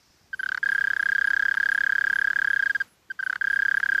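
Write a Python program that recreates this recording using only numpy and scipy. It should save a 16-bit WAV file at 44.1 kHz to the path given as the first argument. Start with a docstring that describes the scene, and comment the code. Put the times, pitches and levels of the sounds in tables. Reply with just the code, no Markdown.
"""In the grass at night, the microphone close to a mole cricket's burrow. Each closing of its wings drags
a file over a scraper and gives a short, nearly pure, falling tone. The trill starts with slow strokes,
runs at about 34 a second, winds down, rests and starts again. Far insects shrill at first, and a small
one rasps high and faint behind the cricket. The recorder's noise gate lets the night air swell with the
trill and sink in the rests."""
import sys
import numpy as np
from scipy import signal
from scipy.fft import rfft, irfft
from scipy.io import wavfile
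from scipy.ndimage import map_coordinates

SR = 44100
rng = np.random.default_rng(int(sys.argv[2]) if len(sys.argv) > 2 else 0)


def store_pcm(level_fs):
    """Save levels as 16-bit WAV."""
    pcm = np.round(np.clip(level_fs, -1, 1) * 32767).astype(np.int16)
    wavfile.write(sys.argv[1], SR, np.atleast_2d(pcm).T)


N = 176400


def undb(db):
    """Decibels to gain."""
    return 10 ** (np.asarray(db) / 20)


def unit(x):
    """Scale to rms 1."""
    return x / np.sqrt(np.mean(x ** 2))


def resonate(x, hz, width):
    """Two like resonances in series, each `width` Hz wide, with gain 1 at the centre."""
    b, a = signal.iirpeak(hz, hz / width, fs=SR)
    return signal.lfilter(b, a, signal.lfilter(b, a, x))


def walk(rate):
    """A smooth random curve of rms 1 that changes `rate` times a second."""
    steps = np.arange(N) / SR * rate
    return unit(map_coordinates(rng.standard_normal(N), [steps], order=2, mode="mirror"))


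def add(out, start, sound):
    """Mix a sound in from a start time in seconds."""
    part = out[max(int(start * SR), 0):][:len(sound)]
    part += sound[:len(part)]


def colour(x, points):
    """Minimum-phase filter through (f/Hz, level/dB) points."""
    hz, db = np.array(points).T
    curve_db = np.interp(np.log(np.fft.rfftfreq(2 * N, 1 / SR) + 1), np.log(hz), db)
    cepstrum = irfft(np.log(undb(curve_db)))
    cepstrum[1:N] *= 2
    cepstrum[N + 1:] = 0
    return irfft(rfft(x, 2 * N) * np.exp(rfft(cepstrum)))[:N]


def night_air():
    """A soft, steady hiss all around the microphone."""
    # spectrum of the air, with a far insect chorus near 5 kHz: f/Hz, relative level/dB
    spectrum = [(20, -16.5), (70, 0.5), (200, -1), (600, -6.5), (1500, -5.5), (3600, -11.5), (5200, -12),
                (7500, -14.5), (9200, -21.5), (14500, -18.5)]
    return undb(-51.5) * unit(colour(rng.standard_normal(N), spectrum))


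def far_insects():
    """A faint, shrill hiss of insects in the distance that fades away early."""
    fade_s = 0.35
    shrill = unit(resonate(rng.standard_normal(N), hz=5150, width=2100))
    return undb(-54) * np.exp(-(np.arange(N) / SR / fade_s) ** 2) * shrill


def mole_cricket():
    """Close by, file teeth drive the wing at its pitch, slowing through each stroke; the scraper grates."""
    # wing strokes: t/s, length/ms
    strokes = [(0.3299, 16.5), (0.3933, 14.2), (0.4309, 9.8), (0.4597, 7.3), (0.4893, 5.2), (0.5179, 6.6),
               (0.5459, 4.6), (0.5747, 5.2), (0.6292, 12.3), (0.6586, 12.6), (0.6889, 12.1), (0.7183, 12.6),
               (0.7486, 12.6), (0.7794, 12.2), (0.8088, 12.7), (0.8401, 11.7), (0.8711, 10.9),
               (0.9021, 11.0), (0.9333, 5.1), (0.9641, 6.4), (0.9945, 12.8), (1.0269, 6.4), (1.057, 11.6),
               (1.0873, 12.6), (1.1186, 12.1), (1.1497, 12.6), (1.1809, 11.7), (1.2118, 11.4),
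               (1.243, 10.9), (1.2725, 11.8), (1.3036, 10.3), (1.3332, 11.5), (1.3644, 10.4),
               (1.3942, 10.7), (1.4235, 10.5), (1.4525, 11.2), (1.4825, 10.5), (1.5113, 10.7),
               (1.5411, 2.4), (1.5489, 1.3), (1.5704, 10.4), (1.5997, 10.1), (1.6289, 9.8), (1.6574, 10.7),
               (1.6881, 10.8), (1.717, 10.9), (1.7475, 9.9), (1.777, 9.7), (1.806, 9.8), (1.8353, 9.3),
               (1.8642, 10.0), (1.8937, 10.1), (1.922, 10.2), (1.952, 9.4), (1.9811, 9.6), (2.0099, 10.2),
               (2.0399, 9.7), (2.0687, 10.6), (2.099, 9.5), (2.1285, 8.9), (2.1573, 8.5), (2.1862, 8.6),
               (2.2145, 9.4), (2.2436, 10.1), (2.2724, 11.0), (2.3018, 9.1), (2.3312, 2.5), (2.3588, 10.3),
               (2.3878, 9.5), (2.4168, 8.4), (2.445, 8.4), (2.4731, 10.4), (2.5019, 11.4), (2.5313, 11.5),
               (2.561, 12.6), (2.5927, 12.7), (2.6242, 14.0), (2.6577, 16.6), (2.6953, 17.5),
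               (2.7478, 17.1), (2.8011, 19.3), (3.1009, 17.5), (3.1907, 17.6), (3.2269, 11.0),
               (3.2632, 10.8), (3.2973, 8.0), (3.327, 5.7), (3.3566, 5.4), (3.4113, 11.9), (3.4414, 10.9),
               (3.4706, 11.3), (3.4998, 12.7), (3.5288, 13.8), (3.5591, 13.8), (3.59, 13.3), (3.6204, 12.2),
               (3.6509, 12.0), (3.682, 10.2), (3.7121, 9.2), (3.7423, 7.7), (3.7698, 10.2), (3.8002, 3.9),
               (3.8293, 10.6), (3.8594, 5.1), (3.8888, 11.1), (3.9191, 11.7), (3.9483, 12.2),
               (3.9791, 10.5)]
    # the cricket's effort: t/s, drive level/dB, f/Hz, scraping/dB
    effort = [(.33, -23, 1560, 6.5), (.43, -21, 1562, 9.5), (.575, -16, 1587, 5), (.63, -15.5, 1626, 2),
              (0.901, -15.5, 1621, -1), (1.25, -14.5, 1620, 3), (2.449, -14.5, 1618, -3.5),
              (2.698, -15, 1616, 4), (2.802, -17, 1595, 6), (3.1, -24, 1576, -8.5),
              (3.19, -21.5, 1570, 8.5), (3.26, -19, 1560, 2), (3.332, -14, 1550, 3),
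              (3.41, -16.5, 1606, -2), (3.738, -14, 1619, -4), (3.98, -14.5, 1607, -6)]
    # harmonics 2 to 5 at full effort, against the tone: level/dB at the catch, in mid stroke, at the end
    overtones = [(-19.5, -31, -22.5), (-29.5, -45, -26.5), (-29, -47.5, -55.5), (-43.5, -42, -47.5)]
    # where those three levels lie: share of the stroke
    overtone_shares = [0, .35, 1]
    # moments where the scraper skips a tooth: t/s
    skips = [0.5763, 3.3288, 3.3583, 3.8022]
    attack_ms, build_ms, swell_ms, ring_ms = 0.47, 1.63, 21.94, 1.6
    crest_share, release_share = .57, 0.041  # of the stroke's length
    glide, scatter, leap = .044, 0.004, 0.6  # shares of the pitch
    leap_ms, free_hz = 1.08, 1630  # the wing rings at free_hz once it is let go
    tooth_jitter, tooth_shimmer = 0.005, 0.018  # unevenness of the file
    catch_db, catch_ms, slip_db = -17.5, 1.34, -34.5
    skip_db, skip_ms = -4.5, 0.16
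    reopen_db, reopen_ms = -36.5, 21.7

    tone, scrape = np.zeros(N), np.zeros(N)
    effort_times, *effort_curves = np.array(effort).T
    ms = np.arange(SR // 25) / SR * 1000
    detunes = rng.standard_normal(len(strokes))
    teeth = rng.standard_normal((len(strokes), 3, len(ms)))
    for (start, length), detune, (spacing, height, grit) in zip(strokes, detunes, teeth):
        db, hz, scrape_db = (np.interp(start, effort_times, curve) for curve in effort_curves)
        softness_db = effort_curves[0].max() - db
        gain = undb(db) * (1 - np.exp(-length / build_ms))  # brief strokes never reach full swing
        rough = undb(scrape_db + 0.6 * max(11 - length, 0))  # strokes under 11 ms scrape more
        per_tooth = lambda values: rough * np.interp(ms * hz / 1000, np.arange(len(values)), values)

        travel = np.minimum(ms / length, 1)
        slowness = min(length / swell_ms, 1) ** 2
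        swell = 1 - slowness * (1 - travel / crest_share) ** 2
        released_ms = release_share * length * np.logaddexp(0, (ms / length - 1) / release_share)
        envelope = (1 - np.exp(-(ms / attack_ms) ** 2)) * swell * np.exp(-released_ms / ring_ms)
        engaged = 1 / (1 + np.exp(2 * (ms - length - 1)))  # falls to 0 as the scraper leaves the file

        sharp_start = leap * slowness ** 2 * undb(-softness_db) * np.exp(-ms / leap_ms)
        bend = glide * (.5 - travel) + sharp_start + scatter * detune
        tooth_hz = hz * (1 + bend + tooth_jitter * per_tooth(spacing))
        phase = 2 * np.pi * np.cumsum(engaged * tooth_hz + (1 - engaged) * free_hz) / SR

        levels = [np.interp(travel, overtone_shares, row) for row in overtones]
        levels[1] += slowness * (levels[1][-1] - levels[1])  # slow strokes hold the third harmonic
        harmonics = sum(undb(level) * np.sin(k * phase) for k, level in enumerate(levels, 2))
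        reedy = engaged * undb(0.71 * softness_db)  # softer strokes have more overtones
        wave = np.sin(phase) + reedy * harmonics

        # a skipped tooth stalls the wing and restarts it in opposite phase
        skips_ms = [at for at in 1000 * (np.array(skips) - start) if 0 < at < length]
        stall = np.prod([undb(skip_db) * np.tanh((at - ms) / skip_ms) for at in skips_ms], axis=0)
        shimmer = 1 + tooth_shimmer * per_tooth(height)
        add(tone, start, gain * envelope * stall * shimmer * wave)

        catch = undb(catch_db) * swell * np.exp(-ms / catch_ms)
        slip = undb(slip_db) * envelope
        brush = undb(reopen_db) * np.exp(-((ms - reopen_ms) / 2) ** 2 / 2)  # the wings open again
        add(scrape, start, gain * grit * (rough * (catch + slip) + brush))
    return tone + wing_resonances(scrape)


def wing_resonances(scrape):
    """Catches and slips of the scraper ring the wing's other resonances."""
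    # wing resonances: f/Hz, width/Hz, relative level/dB
    modes = [(1452, 265, 8), (3204, 890, 4), (4380, 600, -4)]
    return sum(undb(db) * np.sqrt(SR / np.pi / width) * resonate(scrape, hz, 2 * width) / 2
               for hz, width, db in modes)


def burrow(song):
    """Burrow and ground colour the song; the bass is cut, as the small wings radiate none."""
    # response of burrow and ground: f/Hz, level/dB
    response = [(700, -2), (930, 4.5), (1110, -6), (1290, 2.5), (1620, -0.3), (2050, 1), (2600, -9),
                (3000, -2.5)]
    low_cut = signal.butter(2, 760, "high", fs=SR, output="sos")
    return signal.sosfilt(low_cut, colour(song, response))


def ground_scatter(song):
    """Faint, short echoes from the ground and plants; they shift as the microphone moves."""
    echo_db, t60_s = -32, 0.1
    t = np.arange(SR // 2) / SR
    echoes = 0
    for _ in range(4):
        tail = rng.standard_normal(len(t)) * np.exp(-np.log(1000) * t / t60_s)
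        echoes += walk(rate=4.76) * signal.fftconvolve(song, tail / np.linalg.norm(tail))[:N] / 2
    return undb(echo_db) * echoes


def small_insect():
    """Behind the cricket, short, faint rasps in one high resonance."""
    # rasps: middle t/s, length/s, level/dB
    rasps = [(0.41, 0.1, -56), (0.736, 0.085, -60), (1.015, 0.075, -59), (1.279, 0.06, -58),
             (1.562, 0.05, -60.5), (1.746, 0.085, -59), (2.176, 0.105, -59.5), (2.518, 0.075, -60),
             (2.913, 0.09, -58), (3.256, 0.055, -58), (3.533, 0.075, -60.5), (3.778, 0.065, -60.5)]
    t = np.arange(N) / SR
    envelope = sum(undb(db) * np.exp(-((t - middle) / (length / 2)) ** 4) for middle, length, db in rasps)
    return envelope * unit(resonate(rng.standard_normal(N), hz=10680, width=1300))


def scene():
    """At one microphone: the cricket in front, its scatter, the other insects and the air behind."""
    cricket = burrow(mole_cricket())
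    return (cricket + ground_scatter(cricket) + small_insect() + far_insects() + night_air())[None]


def record(dry):
    """The recorder's noise gate passes strong tones; all else follows the recent level. The top is cut."""
    tone_threshold_db, open_db, floor_db, gate_s = -58, -25.5, -13, 0.036
    decay = np.exp(-1 / (gate_s * SR))
    recent_level = signal.lfilter([1 - decay], [1, -decay], abs(signal.hilbert(dry)))
    gain = np.minimum(np.hypot(undb(floor_db), recent_level / undb(open_db)), 1)
    bands = signal.stft(dry, nperseg=512)[2]
    passed = 1 / (1 + (undb(tone_threshold_db) / (abs(bands) + 1e-12)) ** 4)
    strong = signal.istft(bands * passed)[1][:, :N]
    high_cut = signal.ellip(12, .2, 70, 14600, fs=SR, output="sos")
    return signal.sosfilt(high_cut, strong + gain * (dry - strong))


dry = scene()
out = record(dry)
store_pcm(out)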